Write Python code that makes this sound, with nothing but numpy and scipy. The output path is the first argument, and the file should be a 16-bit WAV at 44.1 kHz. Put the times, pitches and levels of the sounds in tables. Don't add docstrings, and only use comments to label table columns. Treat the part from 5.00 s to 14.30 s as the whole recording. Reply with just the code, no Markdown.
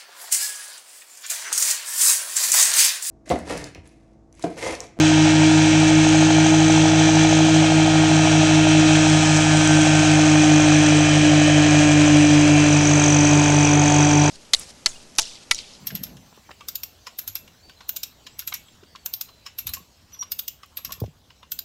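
import sys
import numpy as np
from scipy import signal
from scipy.fft import rfft, irfft
from scipy.io import wavfile

SR = 44100
rng = np.random.default_rng(int(sys.argv[2]) if len(sys.argv) > 2 else 0)


def wav_out(sig):
    wavfile.write(sys.argv[1], SR, np.round(np.clip(np.atleast_2d(sig).T, -1, 1) * 32767).astype(np.int16))


def elevation(decibels):
    levels = np.asarray(decibels, float)
    return 10 ** (levels / 20)


N = 410123
TIME = np.arange(N) / SR


def rms_one(x):
    return x / np.sqrt(np.mean(x ** 2) + 1e-20)


def in_time(rows):
    s, *columns = np.transpose(rows)
    return [np.interp(TIME, s, c) for c in columns]


def at_hz(points, hz):
    point_hz, point_db = np.array(points).T
    return np.interp(np.log(hz), np.log(point_hz), point_db)


def drift(rate_hz):
    pole = np.exp(-80 * np.pi * rate_hz / SR)
    white = rng.standard_normal(N // 40 + 2002)
    slow = signal.lfilter([1], [1, -2 * pole, pole * pole], white)[2000:]
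    return np.interp(np.arange(N) / 40, np.arange(len(slow)), rms_one(slow - slow.mean()))


def band(x, low_hz, high_hz, order=2):
    return signal.sosfilt(signal.butter(order, [low_hz, high_hz], "band", fs=SR, output="sos"), x)


def coloured(spectrum, dips=()):
    hz = np.maximum(np.fft.rfftfreq(N + 1, 1 / SR), 1)
    inside = (hz > .8 * spectrum[0][0]) & (hz < 1.05 * spectrum[-1][0])
    db = at_hz(spectrum, hz)
    for centre_hz, half_width_hz, depth_db in dips:
        db = db + depth_db * np.exp(-((hz - centre_hz) / half_width_hz) ** 2)
    return rms_one(irfft(rfft(rng.standard_normal(N + 1)) * elevation(db) * inside, N + 1)[:N])


def tone(turns, level_db):
    return np.sqrt(2) * elevation(level_db) * np.cos(2 * np.pi * turns)


# start_s, level_db [dB rms]
WHINE = [(0.0, -14), (0.07, -14.5), (3.0, -16), (3.21, -18), (3.83, -14.5), (4.32, -19.5), (4.82, -15.5),
         (4.9, -18), (5.49, -13.5), (6.19, -17), (6.29, -13), (6.35, -16.5), (7.35, -13), (7.85, -18),
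         (8.34, -16), (8.42, -18.5), (9.17, -17), (9.3, -22)]
# multiple [of the pass rate], far_db, near_db [dB rms]
BLADE_HARMONICS = [(3, -51, -41), (4, -38, -36.5), (5, -59, -29.5), (6, -43, -44.5), (7, -53, -38),
                   (8, -42.0, -44), (9, -41, -51), (10, -39, -47), (11, -41.5, -46.5), (12, -40, -45.5),
                   (13, -55, -48), (14, -38.5, -56), (15, -36.5, -45), (16, -45.5, -37.5), (17, -45, -33.5),
                   (18, -43, -45.5), (19, -42, -55), (20, -46, -50.5), (21, -42.0, -58.5), (22, -43.5, -40),
                   (23, -47.5, -45.5), (24, -48.5, -52), (25, -39, -49.5), (26, -44, -51.5),
                   (27, -41.5, -56.0), (28, -54.5, -53.5), (29, -55.5, -56), (30, -51.5, -54.5),
                   (31, -39, -58), (32, -47, -46.5)]
# centre_s, multiple, half_width_s, gain_db
SWELLS = [(0.4, 6.0, 0.43, 9), (0.7, 17.0, 1.05, 6), (1.0, 36, 1.6, 5.5), (1.5, 5.0, 0.41, 15.5),
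          (1.5, 31, 1.9, -6), (2.0, 3.0, 1.6, 10.5), (3.2, 25.0, 1.13, 4.5), (3.3, 4.0, 1.1, 1.5),
          (3.5, 17.0, 0.39, 7), (3.5, 20.0, 2.6, 9.5), (3.6, 37, 1.8, 6.5), (4.2, 6.0, 1.2, 5),
          (4.2, 8.0, 2.3, 4.5), (4.2, 16.0, 1.23, 5.5), (4.4, 11.0, 0.33, 7), (4.6, 9.0, 2.4, 7),
          (4.8, 10.0, 0.92, 9), (5.3, 5.0, 0.71, 11), (5.7, 27.0, 2.5, 9.5), (6.1, 21.0, 2.4, 15),
          (6.3, 20.0, 0.71, 9.5), (6.4, 16.0, 1.3, 7.5), (6.6, 11.0, 0.66, 9.5), (6.6, 12.0, 0.74, 8),
          (6.9, 13.0, 1.87, 8.5), (7.1, 19.0, 0.82, 12.5), (7.6, 18.0, 0.22, 11.5), (8.6, 40, 1.0, 8),
          (9.0, 5.0, 0.32, 3.5), (9.1, 6.0, 1.27, 14.5)]


def blades(passes, pass_hz, bright_db):
    second_db, = in_time(WHINE)
    along = TIME / TIME[-1]
    first_db = -20.5 + 1.5 * along - .15 * (second_db - second_db.mean())
    flutter_db = 0.45 * drift(16)
    out = tone(passes + .4, first_db + flutter_db)
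    out += tone(2 * passes + .41, second_db + flutter_db + .5 * drift(5))

    levels = {round(k): far_db + (near_db - far_db) * along for k, far_db, near_db in BLADE_HARMONICS}
    for k in range(33, 60):
        levels[k] = at_hz(HISS_FAR, k * pass_hz.mean()) - 43 + bright_db
    for centre_s, k, half_width_s, gain_db in SWELLS:
        levels[round(k)] = levels[round(k)] + gain_db * np.exp(-((TIME - centre_s) / half_width_s) ** 2)
    for k in range(3, 60):
        turns = k * (passes - .27) + 0.2 * drift(0.45) + 0.032 * drift(5)
        out += tone(turns, levels[k] + (.4 + .05 * k) * drift(.9) + 1.2 * drift(6))
    return out


# pitch_hz [Hz], density_db [dB per Hz]
HISS_FAR = [(560, -25.5), (950, -5.5), (1020, -8), (1160, -13), (1220, -6), (1390, -3), (1720, 0.5),
            (2010, -4), (2370, 2.5), (2820, -0.5), (3260, 1), (4450, -7), (6380, -4), (8210, -11.5),
            (9680, -30), (12600, -51.5), (21300, -120)]
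HISS_TURN = [(560, -36.5), (950, -8.5), (1270, -8.5), (1680, -1.5), (2050, -3), (2460, 1.5), (3230, -2.5),
             (3660, -7), (4040, -6), (4410, -10), (6440, -6.5), (8130, -12), (9680, -31), (12600, -66),
             (21300, -120)]
HISS_NEAR = [(560, -37), (950, -0.5), (1110, -21.5), (1360, -2), (1800, -5.5), (2030, -4), (2440, 0.5),
             (4490, -11.5), (5460, -7), (6130, -6.5), (7090, -5.5), (8450, -12), (9680, -28),
             (12600, -61.5), (21300, -120)]
# pitch_hz, half_width_hz, depth_db
GROUND_DIPS = [(1980, 91, -4), (2840, 50, -5.5), (3630, 150, -3.5), (4430, 130, -3.5), (5200, 250, -3.5),
               (6900, 140, -6)]


def hiss(passes, hiss_db, bright_db, shares):
    strength = elevation(3.7 * rng.standard_normal(int(passes[-1]) + 2))[(passes + .23).astype(int)]
    puff = strength * np.cos(np.pi * (passes - .27)) ** 4
    noise = np.sqrt(shares[0] + shares[1]) * coloured(HISS_FAR, GROUND_DIPS)
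    noise += np.sqrt(shares[2]) * coloured(HISS_TURN, GROUND_DIPS)
    noise += np.sqrt(shares[3]) * coloured(HISS_NEAR, GROUND_DIPS)
    top = signal.sosfilt(signal.butter(2, 6500, "high", fs=SR, output="sos"), noise)
    treble_gain = elevation(bright_db - 0.5 + .8 * drift(7.3)) * (1 + 0.62 * puff)
    level = elevation(hiss_db - 2.5 + 0.73 * drift(13) + 0.41 * drift(30))
    return level * (1 + 0.25 * puff) * (noise + (treble_gain - 1) * top)


# multiple [of the firing rate], level_db [dB rms]
FIRING_ORDERS = [(1, -40.5), (2, -28), (3, -30.5), (4, -47.5), (5, -45)]
# multiple [of the firing rate], level_db [dB rms]
UNEVEN_ORDERS = [(1.25, -60), (1.5, -53), (1.75, -52.5), (2.25, -54), (2.5, -51), (2.75, -43), (3.25, -49),
                 (3.5, -47), (3.75, -50), (4.25, -50.5), (4.5, -46), (4.75, -47.5), (5.25, -61),
                 (5.5, -56.5)]


def exhaust(firings):
    pulse = firings - .223
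    out = np.zeros(N)
    for k, level_db in FIRING_ORDERS:
        out += tone(k * pulse + .08, level_db + .5 * drift(3))
    for k, level_db in UNEVEN_ORDERS:
        turns = k * firings + rng.random() + 0.043 * drift(.4)
        out += tone(turns, level_db + 0.5 * drift(2.0))
    return out


# place [0-1 of the cycle], level_db
KNOCKS = [(.178, -6.5), (.238, -5), (.44, 0), (.515, -11), (.55, -15), (.70, -10), (.755, -10.5),
          (.965, -9), (.008, -10.5)]
# start_s, ring_low_hz, ring_high_hz, ring_db, clatter_db
STAGES = [
    (1.5, 620, 880, -2.5, -14),
    (4.2, 610, 830, -2.5, -14),
    (6.6, 545, 760, -2.5, -14),
    (8.9, 540, 960, -5.5, -15),
]


def stage_shares():
    return [np.interp(TIME, [row[0] for row in STAGES], one) for one in np.eye(len(STAGES))]


def knock(firings, knock_db, shares):
    cycles = np.arange(int(firings[-1] / 4) + 1)
    clicks = np.full(N + 1, 1e-18)
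    for place, level_db in KNOCKS:
        luck = rng.standard_normal((len(cycles), 2))
        at = np.searchsorted(firings / 4, cycles + place + .002 * luck[:, 0])
        clicks[at] -= elevation(level_db + .8 * luck[:, 1])
    clicks = clicks[:N]
    fade = np.exp(-1 / (0.0068 * SR))
    bursts = signal.lfilter([1], [1, -fade], np.abs(clicks) ** .5) * rng.standard_normal(N)

    ticks = np.exp(-((firings + .1) % 1) / .22) * rng.standard_normal(N)
    out = elevation(-16.5 + 7 * TIME / TIME[-1]) * rms_one(band(ticks, 1055, 1960))
    for share, (_, low_hz, high_hz, ring_db, clatter_db) in zip(shares, STAGES):
        out += share * elevation(ring_db) * rms_one(band(clicks, low_hz, high_hz, order=3))
        out += share * elevation(clatter_db) * rms_one(band(bursts, low_hz, high_hz))
    return elevation(knock_db) * out


# start_s, level_db [chirp]
BELT_SLIP = [(0, -36), (.5, -42), (1.2, -33), (2.4, -30), (2.75, -47.5), (4.3, -40), (4.7, -38.5),
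             (5.6, -29.5), (6.3, -34.5), (6.75, -32.5), (7.05, -33.5), (7.5, -32.5), (7.8, -27.5),
             (8.13, -23.5), (8.4, -28), (8.65, -25.5), (9.3, -27.5)]
REGRIP_S = [-.1, 1.05, 2.5, 3.68, 4.9, 6.6, 7.5, 7.93, 8.35, 8.79, 9.33]


def belt(firings):
    chirp_db, = in_time(BELT_SLIP)
    laps = np.interp(TIME, REGRIP_S, np.arange(len(REGRIP_S)))
    lap = signal.sawtooth(2 * np.pi * laps, .75)
    lean_db = -1.5 + 5.5 * lap + 1.0 * drift(3.3)
    stroke, count = (firings + .09) % 1, (firings + .09).astype(int)
    luck = rng.standard_normal((count[-1] + 1, 2))[count]
    attack = np.clip(stroke / .07, 0, 1)
    shape = attack * np.cos(np.pi / 2 * np.clip((stroke - .24) / .24, 0, 1)) ** 2
    lean = elevation(lean_db * np.clip((stroke - .19) / 0.066, -.7, .7))
    pitch_hz = 5450 + (1400 + 90 * luck[:, 0]) * np.exp(-stroke / .27)
    hoarse = 1 + .25 * rms_one(band(rng.standard_normal(N), 100, 450))
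    chirps = shape * lean * hoarse * np.cos(2 * np.pi * np.cumsum(pitch_hz) / SR)

    lag = SR * (.00169 + .000025 * lap + .00001 * drift(1.5))
    chirps += .55 * np.interp(np.arange(N) - lag, np.arange(N), chirps)
    level_db = chirp_db + .3 + 2.2 * np.minimum(lap + .4, .4) + 1.3 * luck[:, 1]
    return elevation(level_db) * rms_one(band(chirps, 5620, 7200, order=4))


# start_s, from_hz, to_hz, length_s, level_db
THUD = (5.91, 405, 465, .09, -31)


def thud():
    start_s, from_hz, to_hz, length_s, level_db = THUD
    along = np.clip((TIME - start_s) / length_s, 0, 1)
    turns = np.cumsum(from_hz + (to_hz - from_hz) * along) / SR
    return np.sin(np.pi * along) * tone(turns, level_db)


# pitch_hz [Hz], density_db [dB per Hz]
RUMBLE = [(25, -15), (60, -20.5), (85, -7), (130, -5), (200, -6), (300, -2.5), (430, -8.5), (540, -4),
          (700, -3), (900, -8), (1100, -23)]
# pitch_hz [Hz], density_db [dB per Hz]
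GROUND_ROAR = [(300, -4.5), (380, 12), (520, 1.5), (700, -18), (950, -4), (1150, -18.5)]


def rumble():
    near = np.clip((TIME - 3.1) / (8.65 - 3.1), 0, 1)
    return elevation(-30.5) * coloured(RUMBLE) + elevation(-31) * near ** 2 * coloured(GROUND_ROAR)


# start_s, firing_hz [firings per s], pass_hz [blade passes per s]
SPEED = [(0.0, 50.226, 155.713), (0.547, 50.44, 156.395), (1.094, 50.574, 156.589),
         (1.641, 50.914, 157.811), (2.188, 50.896, 157.697), (2.735, 50.823, 157.724),
         (3.282, 50.552, 156.579), (3.829, 50.172, 155.9), (4.376, 49.966, 154.839),
         (4.924, 49.758, 154.253), (5.471, 49.238, 152.665), (6.018, 48.834, 151.358),
         (6.565, 48.593, 150.828), (7.112, 48.132, 149.347), (7.659, 47.866, 148.761),
         (8.206, 47.628, 147.784), (8.753, 47.58, 147.24), (9.3, 47.624, 148.074)]
# start_s, level_db [over the mean]
SWATH = [(0, -1.5), (.9, 0.5), (1.9, -1), (2.5, -0.5), (2.9, -1), (3.3, 1), (3.6, -0.5), (4.2, 3.5),
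         (5.1, 2.5), (5.45, 0.5), (5.75, 0), (6.2, 0.5), (7.2, -0.5), (8.3, -2.5), (9.0, -7.5), (9.3, -9.5)]
# start_s, level_db [knock]
EFFORT = [(0, -25.5), (1.0, -24.5), (1.9, -24), (2.7, -24.5), (3.2, -22), (4.0, -26.5), (5.0, -22),
          (6.0, -24), (7.0, -24), (8.3, -23), (9.3, -24)]


def scene():
    firing_hz, pass_hz = in_time(SPEED)
    firings, passes = np.cumsum(firing_hz) / SR, np.cumsum(pass_hz) / SR
    bright_db, = in_time(SWATH)
    shares = stage_shares()
    hiss_db = -22.5 + 0.34 * bright_db - 0.5 * shares[-1]
    knock_db = in_time(EFFORT)[0] + 0.87 * drift(1.0)
    mower = blades(passes, pass_hz, bright_db) + hiss(passes, hiss_db, bright_db, shares) + thud()
    engine = exhaust(firings) + knock(firings, knock_db, shares) + belt(firings)
    return (mower + engine + rumble())[None]


def low_pass(x):
    return signal.sosfilt(signal.butter(12, 14450, fs=SR, output="sos"), x)


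# pitch_hz, level_db
MIRROR = [(12000, -11), (12500, -15.5), (13000, -23), (14000, -40.5), (14450, -59.5)]


def record(dry):
    soft = 1.413 * np.tanh(dry[0] / 1.376)
    hz = np.fft.rfftfreq(2 * N, 1 / SR)
    there_and_back = np.r_[soft, soft[::-1]]
    kept = rfft(there_and_back) * (hz < 10040) * (hz > 8)
    image = np.conj(kept[::-1]) * elevation(at_hz(MIRROR, hz + 1)) * (hz < MIRROR[-1][0])
    heard = irfft(kept + image)[None, :N]
    return low_pass(heard)


dry = scene()
out = record(dry)
wav_out(out)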